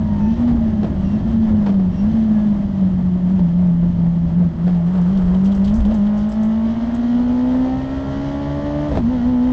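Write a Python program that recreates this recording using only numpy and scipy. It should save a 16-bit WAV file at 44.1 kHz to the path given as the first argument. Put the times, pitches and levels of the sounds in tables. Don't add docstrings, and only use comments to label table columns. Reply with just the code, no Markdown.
import sys
import numpy as np
from scipy import signal
from scipy.fft import rfft, irfft
from scipy.io import wavfile
from scipy.ndimage import uniform_filter1d

SR = 44100
rng = np.random.default_rng(int(sys.argv[2]) if len(sys.argv) > 2 else 0)


def file_out(sig):
    cols = np.atleast_2d(sig).T
    lim = np.clip(cols, -1, 1)
    pcm = np.round(lim * 32767).astype(np.int16)
    wavfile.write(sys.argv[1], SR, pcm)


N = 419832
T = np.arange(N) / SR
HZ = np.maximum(np.arange(N // 2 + 1) * SR / N, 1)

# (time [s], opening [0-1])
THROTTLE = [(0, 0.1), (.6, 0), (4.55, 0.04), (4.7, .45), (5.85, .6), (6.1, 0.9), (8.88, 1), (8.94, 0.3),
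            (9.02, 0.1), (9.1, 1), (9.52, .96)]
# (time [s], speed [km/h])
WHEEL_SPEED = [(0.0, 167.494), (0.19, 154.559), (0.492, 150.999), (1.037, 119.461), (1.452, 112.498),
               (1.872, 93.168), (2.181, 91.295), (2.983, 74.838), (4.439, 68.255), (5.385, 76.716),
               (5.939, 89.266), (5.993, 83.48), (7.543, 104.095), (8.025, 111.31), (8.879, 121.919),
               (9.52, 127.472)]
FIRST_RATIO = 1.3
# (start [s], length [s], new ratio [firing Hz per km/h])
SHIFTS = [(0.154, 0.287, 1.58), (0.984, 0.315, 1.962), (1.92, 0.225, 2.435), (8.86, 0.2, 1.966)]
# (time [s], swing of the firing rate [Hz], swing rate [Hz], decay [s])
DRIVELINE_JOLTS = [(0.838, 20.853, 3.403, 0.111), (3.283, 14.301, 3.613, 0.31),
                   (4.337, 12.283, 3.529, 0.581), (4.873, 6.491, 4.882, 0.702),
                   (5.071, 13.882, 3.344, 0.39), (5.744, 25.07, 6.562, 0.118),
                   (8.999, -19.723, 5.644, 0.219)]

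# (firing rate [Hz], level [dB])
CABIN_BOOM = [(160, -16.5), (168, -16), (180, -13.5), (192, -14.5), (208, -14.5), (228, -16.5), (240, -15),
              (255, -15), (264, -22.5), (272, -25.5), (280, -24), (298, -23.5)]
# (centre [s], half length [s], depth [dB])
NOTE_DIPS = [(0.1, 0.1, 6), (0.363, 0.031, 8.53), (0.949, 0.16, 9), (1.221, 0.031, 21), (1.947, 0.065, 11),
             (2.128, 0.014, 8.5), (2.681, 0.11, 6.5), (3.203, 0.074, 6.443), (3.945, 0.035, 6.513),
             (4.268, 0.043, 4), (4.547, 0.045, 15.949), (5.82, 0.02, 9.5), (6.3, 0.081, 5.5),
             (6.89, 0.16, 5.724), (8.986, 0.057, 7), (9.194, 0.052, 4.038)]
# (crank order, level [dB])
BANK_THROB = [(1, -37), (2, -38), (3, -37.5), (5, -43), (6, -45), (7, -50.5)]
THROB_FULL_HZ, THROB_DB_PER_DOUBLING, THROB_COAST_DB = 277, 9.5, 1
# (centre [Hz], width [Hz], lift [dB])
AIR_MODES = [(145.9, 27, 8.5), (216, 30, 1.5), (345, 44, -2)]
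# (crank order, centre [Hz], width [Hz], lift [dB])
PIPE_TUNINGS = [(8, 360, 85, 12.5), (8, 505, 33, 14), (8, 587, 40, 9.5), (9, 630, 130, 10.5),
                (11, 590, 70, 5.5), (12, 630, 56, 5), (14, 560, 90, 5.5), (12, 780, 10, 11.5),
                (12, 860, 35, 2.5), (14, 880, 69, 13), (15, 800, 70, 6), (16, 1400, 60, 4.5),
                (20, 1330, 130, 5), (21, 1170, 160, 6.5), (26, 1890, 79, 9.5), (28, 1880, 130, 3.5),
                (32, 2360, 60, 8)]
# (frequency [Hz], level [dB])
EXHAUST_COLOUR = [(250, -8.5), (460, -10.5), (700, -7.5), (1000, -10), (1500, -20), (2400, -33),
                  (4000, -35), (7000, -47.5)]
# (centre [Hz], width [Hz], lift [dB])
PANEL_MODES = [(598, 80, 6.5), (850, 70, 0.5), (1060, 590, 0), (1880, 230, 7.5), (2900, 430, 5.5)]
# (frequency [Hz], density [dB per Hz])
BURBLE_COLOUR = [(90, -30.5), (150, 1.5), (190, 3.5), (240, 0.5), (280, -15.5), (340, -7), (430, -27.5),
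                 (800, -44)]
# (frequency [Hz], density [dB per Hz])
RASP_COLOUR = [(700, -7.5), (1400, 2), (1950, 5), (2400, -5.5), (2750, -2.5), (3120, 6), (3600, -2.5),
               (4400, -4.5), (5400, -8), (6500, -10), (7300, -19), (8200, -33.5)]
FLARE_DB, FLARE_LAG_S, FLARE_HALF_S = 2.5, 0.17, 0.15

# (frequency [Hz], density [dB per Hz])
SHAKE_COLOUR = [(12, -15), (25, -4), (45, -3.5), (68, 1.5), (90, -11), (160, -31.5)]
# (frequency [Hz], density [dB per Hz])
RUMBLE_COLOUR = [(40, -23), (70, -6.5), (90, 4), (115, -7), (140, -8.5), (250, -7.5), (450, -37),
                 (900, -55)]
# (frequency [Hz], density [dB per Hz])
ROAR_COLOUR = [(200, -7.5), (350, 1.5), (460, -6), (540, -0.5), (620, 6.5), (720, -4), (880, -4.5),
               (1150, -10.5), (1500, -17.5), (1900, -17.5), (2300, -23.5), (4000, -30)]
# (centre [s], half length [s], extra shake [dB], extra rumble [dB])
LOW_SWELLS = [(.85, 0.28, 3, 2.5), (1.9, .25, 3, 4), (2.948, .3, 1.5, 4.5), (3.85, 0.25, 4, 7),
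              (5.225, 0.074, 7.5, 4), (5.554, 0.49, 6, 3), (5.778, 0.15, 11, 4), (8.2, .5, 0, 4),
              (9.1, 0.33, 3.5, 9)]

REFERENCE_KM_H, REFERENCE_HZ = 100, 200
# (level [dB], growth [dB per doubling], full-throttle change [dB])
BURBLE_LAW = (-26.5, 5.6, -14.5)
# (level [dB], growth [dB per doubling], full-throttle change [dB])
HOWL_LAW = (-45, 7, 11.24)
# (level [dB], growth [dB per doubling], full-throttle change [dB])
RASP_LAW = (-54.5, 7.3, 3.3)
# (level [dB], growth [dB per doubling], full-throttle change [dB])
SHAKE_LAW = (-30, 3.7, -4)
# (level [dB], growth [dB per doubling], full-throttle change [dB])
RUMBLE_LAW = (-28, 6.5, -10.5)
# (level [dB], growth [dB per doubling], full-throttle change [dB])
ROAR_LAW = (-38, 6.5, -1.6)

# (frequency [Hz], density [dB per Hz])
SCRUB_COLOUR = [(200, -7.5), (390, 9.5), (620, -2), (900, -2.5), (1250, -3.5), (2200, -21), (4000, -27.5),
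                (7000, -33.5)]
SCRUB_AT_S, SCRUB_HALF_S, SCRUB_DB = 5.26, .6, -37
# (time [s], level [dB], decay [s])
KNOCKS = [(.473, -25, 0.044), (0.816, -36, 0.016), (0.831, -23.5, 0.046), (1.659, -20.5, 0.048),
          (1.795, -31, 0.025), (2.278, -28, 0.013), (3.39, -28, 0.011), (4.669, -23.5, 0.031),
          (4.745, -27, 0.016), (4.949, -29, 0.073), (5.346, -26.5, 0.019), (5.472, -26, 0.028),
          (5.85, -26, 0.019), (5.909, -25, 0.034), (8.915, -22.5, .02), (8.952, -19.5, .04),
          (8.972, -20, .01)]
# (frequency [Hz], density [dB per Hz])
CLUNK_COLOUR = [(40, -5), (100, 1.5), (230, 8), (420, 2), (650, 3), (1200, -12), (2400, -23.5), (3100, -23),
                (4500, -28.5), (8000, -45)]
# (time [s], level [dB], ring [Hz], decay [s])
STONES = [(2.907, -54, 7502, .002), (4.671, -61, 4000, 0.047), (5.015, -41, 6000, .002),
          (5.173, -40.5, 3300, .012), (5.345, -39.5, 3120, 0.0088), (5.446, -47, 5400, .026),
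          (5.454, -40, 3180, .016), (5.518, -40.5, 3200, .015), (5.547, -46, 5450, 0.018),
          (5.644, -38.5, 4000, 0.026), (5.675, -39, 3260, 0.018), (5.739, -45.5, 6000, .04),
          (5.804, -43, 3200, .015), (5.85, -38, 3180, 0.011), (5.941, -49, 6000, .03),
          (6.066, -41, 3200, 0.0078), (6.173, -49, 5005, 0.046), (6.289, -49, 6840, .015),
          (6.318, -45, 4960, 0.02), (6.43, -51, 6550, .027), (6.945, -47, 6800, .014)]
# (start [s], length [s], start pitch [Hz], end pitch [Hz], peak level [dB])
SQUEALS = [(.16, 0.24, 5950, 5700, -60), (0.166, .22, 2580, 2600, -52), (0.968, 0.24, 2940, 2650, -52.5),
           (.98, 0.22, 5897, 5350, -61), (1.896, 0.2, 5600, 5520, -57), (1.9, .22, 2760, 2730, -55)]
# (time [s], tooth rate [Hz], level [dB])
FINAL_DRIVE = [(0, 957, -47), (.45, 850, -49), (.9, 760, -50), (1.5, 640, -56), (2.3, 535, -62.5),
               (3.2, 407, -74)]
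# (time [s], firing rate [Hz], level [dB])
RIVAL = [(5.9, 201.8, -55.5), (6.25, 217.9, -28), (6.6, 236, -34), (6.85, 250, -26), (7.05, 255.5, -28.5),
         (7.5, 276.4, -38.5), (8, 298, -55), (8.6, 310, -72.5)]
TOP_HZ = 8000


def firing_rate(speed):
    ratio = FIRST_RATIO
    for start, length, new_ratio in SHIFTS:
        engaged = np.sin(np.pi / 2 * np.clip((T - start) / length, 0, 1)) ** 2
        ratio = ratio + (new_ratio - ratio) * engaged
    hz = speed * ratio
    for start, swing_hz, rate, decay in DRIVELINE_JOLTS:
        age = np.maximum(T - start, 0)
        hz = hz + swing_hz * np.sin(2 * np.pi * rate * age) * np.exp(-age / decay)
    return hz


def engine(hz, note_db, howl_db, rasp_db, throttle, hunt=.004, whine_db=-54):
    coast = 1 - throttle
    uneven_hz = hz * (1 + .001 * walk(60) + hunt * coast * walk(25))
    turns = np.cumsum(uneven_hz) / SR / 4
    firing = 8 * np.pi * turns
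    note = np.sqrt(2) * np.sin(firing) * undb(note_db + (.5 + .8 * coast) * walk(45))
    burble = colour(noise(), BURBLE_COLOUR) * undb(law(BURBLE_LAW, hz / REFERENCE_HZ, throttle))
    roughness = 1 + (.12 + 0.32 * coast) * walk(400)
    orders = colour(crank_orders(turns, hz) * roughness, EXHAUST_COLOUR, PANEL_MODES)
    pulse = 1 + .2 * np.cos(firing) + .11 * np.cos(2 * np.pi * turns)
    rasp = colour(noise() * pulse, RASP_COLOUR) * undb(rasp_db + 1.2 * walk(25))
    whine = np.sin(7.93 * firing) * np.exp(-((7.93 * hz - 1700) / 170) ** 2)
    whine = whine * coast * undb(whine_db + 2 * walk(12))
    return note + bank_throb(turns, hz, coast) + burble + orders * undb(howl_db) + rasp + whine


def note_level(hz, trim_db=1.33, flutter_db=1.5):
    dips = sum(depth_db * swell(s, half) for s, half, depth_db in NOTE_DIPS)
    return np.interp(hz, *np.transpose(CABIN_BOOM)) + trim_db - dips - flutter_db * np.abs(walk(16))


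def bank_throb(turns, hz, coast):
    out = np.zeros(N)
    effort_db = THROB_DB_PER_DOUBLING * np.log2(hz / THROB_FULL_HZ) - THROB_COAST_DB * coast
    for order, db in BANK_THROB:
        order_hz = order * hz / 4
        lift = sum(hump(order_hz, *mode) for mode in AIR_MODES)
        stumble = (3.0 + 3 * coast) * walk(22)
        sine = np.sin(2 * np.pi * (order * turns + rng.random()))
        out += np.sqrt(2) * sine * undb(db + lift + effort_db + stumble)
    return out


def crank_orders(turns, hz, firing_db=6, ripple_db=4, count=72):
    out = np.zeros(N)
    spin = np.exp(2j * np.pi * turns)
    order = spin ** 6
    grid = np.arange(0, 6000, 12)
    ripple_depth = np.clip(grid / 1500, 0, 1)
    for k in range(7, count + 1):
        order = order * spin
        start = rng.uniform(0, 2 * np.pi)
        ripple = unit(uniform_filter1d(rng.standard_normal(len(grid)), size=4))
        db = firing_db if k % 4 == 0 else 0
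        db = db + ripple_db * ripple_depth * np.clip(ripple, -2, 1.2)
        for tuned, centre, width, lift in PIPE_TUNINGS:
            if tuned == k:
                db = db + hump(grid, centre, width, lift, steepness=4)
        out += np.interp(k * hz / 4, grid, undb(db)) * (order * np.exp(1j * start)).real
    return out


def road(shake_db, rumble_db, roar_db):
    shake = colour(noise(), SHAKE_COLOUR) * undb(shake_db + 1.1 * walk(14))
    rumble = colour(noise(), RUMBLE_COLOUR) * undb(rumble_db + 1.7 * walk(13))
    roar = colour(noise(), ROAR_COLOUR) * undb(roar_db + 1.8 * walk(30))
    return shake + rumble + roar


def kerb_scrub():
    rush = colour(noise() * undb(2.5 * walk(200)), SCRUB_COLOUR)
    return rush * undb(SCRUB_DB + 1.7 * walk(18)) * swell(SCRUB_AT_S, SCRUB_HALF_S)


def knocks():
    chatter = colour(noise() * undb(2.7 * walk(300)), CLUNK_COLOUR)
    return chatter * sum(undb(db) * burst(s, decay, rise=0.0011) for s, db, decay in KNOCKS)


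def grit(clicks_per_s=2200, lift_db=5.5):
    out = np.zeros(N)
    clicks = noise() * (rng.random(N) < clicks_per_s / SR)
    spray = unit(clicks) + .5 * noise()
    for s, db, hz, decay in STONES:
        tick = .5 * noise() * burst(s, 0.0014, rise=.0001)
        hits = spray * burst(s, decay, rise=0.00048) + tick
        out += undb(db + lift_db) * ring(hits, hz, 3)
    return out + 0.8 * ring(out, 3100, 7)


def squeals():
    out = np.zeros(N)
    waver = 1 + .02 * walk(500) + .01 * walk(25)
    for start, length, from_hz, to_hz, db in SQUEALS:
        part = np.clip((T - start) / length, 0, 1)
        glide_hz = from_hz + (to_hz - from_hz) * part
        phase = 2 * np.pi * np.cumsum(glide_hz * waver) / SR
        out += undb(db) * np.sin(np.pi * part) * np.sin(phase)
    return out * undb(2.5 * walk(40))


def gear_whine():
    return tone(FINAL_DRIVE, waver=0.01, flicker_db=5.0, overtone_db=-16.0)


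def rival():
    return tone(RIVAL, waver=0.0013, flicker_db=0.5, overtone_db=-29.5)


def tone(table, waver, flicker_db, overtone_db):
    hz, db = curves(table)
    phase = 2 * np.pi * np.cumsum(hz * (1 + waver * walk(30))) / SR
    wave = np.sin(phase) + undb(overtone_db) * np.sin(2 * phase)
    return np.sqrt(2) * wave * undb(db + flicker_db * walk(11))


def law(constants, pace, throttle):
    base_db, doubling_db, load_db = constants
    return base_db + doubling_db * np.log2(pace) + load_db * throttle


def swell(centre, half_length):
    return np.exp(-((T - centre) / half_length) ** 2)


def burst(start, decay, rise):
    age = np.maximum(T - start, 0)
    return (1 - np.exp(-age / rise)) * np.exp(-np.minimum(age / decay, 50))


def ring(x, hz, sharpness):
    return signal.lfilter(*signal.iirpeak(hz, sharpness, fs=SR), x)


def hump(hz, centre, width, lift, steepness=2):
    return lift / (1 + (2 * (hz - centre) / width) ** steepness)


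def colour(x, points, resonances=()):
    hz, db = np.transpose(points)
    db = np.interp(np.log(HZ), np.log(hz), db)
    db = db - 40 * np.log10(np.maximum(HZ / hz[-1], 1))
    for resonance in resonances:
        db = db + hump(HZ, *resonance)
    return unit(irfft(rfft(x) * undb(db), N))


def noise():
    return rng.standard_normal(N)


def walk(rate):
    k = max(int(SR / rate), 2)
    drift = np.interp(T * rate, np.arange(8192), rng.standard_normal(8192))
    return unit(uniform_filter1d(drift, k // 2))


def curves(table):
    s, *columns = np.transpose(table)
    return [np.interp(T, s, c) for c in columns]


def undb(db):
    return 10 ** (np.asarray(db) / 20)


def unit(x):
    return x / np.sqrt(np.mean(x ** 2))


def scene():
    speed = curves(WHEEL_SPEED)[0]
    throttle = np.clip(curves(THROTTLE)[0], 0, 1)
    hz = firing_rate(speed)
    pace, revs = speed / REFERENCE_KM_H, hz / REFERENCE_HZ
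    flares = sum(swell(s + FLARE_LAG_S, FLARE_HALF_S) for s, _, _ in SHIFTS[:-1])
    rasp_db = law(RASP_LAW, revs, throttle) + FLARE_DB * flares
    motor = engine(hz, note_level(hz), law(HOWL_LAW, revs, throttle), rasp_db, throttle)
    extra_shake_db = sum(db * swell(s, half) for s, half, db, _ in LOW_SWELLS)
    extra_rumble_db = sum(db * swell(s, half) for s, half, _, db in LOW_SWELLS)
    shake_db = law(SHAKE_LAW, pace, throttle) + extra_shake_db
    rumble_db = law(RUMBLE_LAW, pace, throttle) + extra_rumble_db
    tyres = road(shake_db, rumble_db, law(ROAR_LAW, revs, throttle))
    mix = motor + tyres + kerb_scrub() + knocks() + grit() + squeals() + gear_whine() + rival()
    return mix[None]


def record(dry, ceiling=0.4, knee=12):
    clipped = dry / (1 + np.abs(dry / ceiling) ** knee) ** (1 / knee)
    return signal.sosfilt(signal.ellip(8, .2, 70, TOP_HZ, fs=SR, output="sos"), clipped)


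dry = scene()
out = record(dry)
file_out(out)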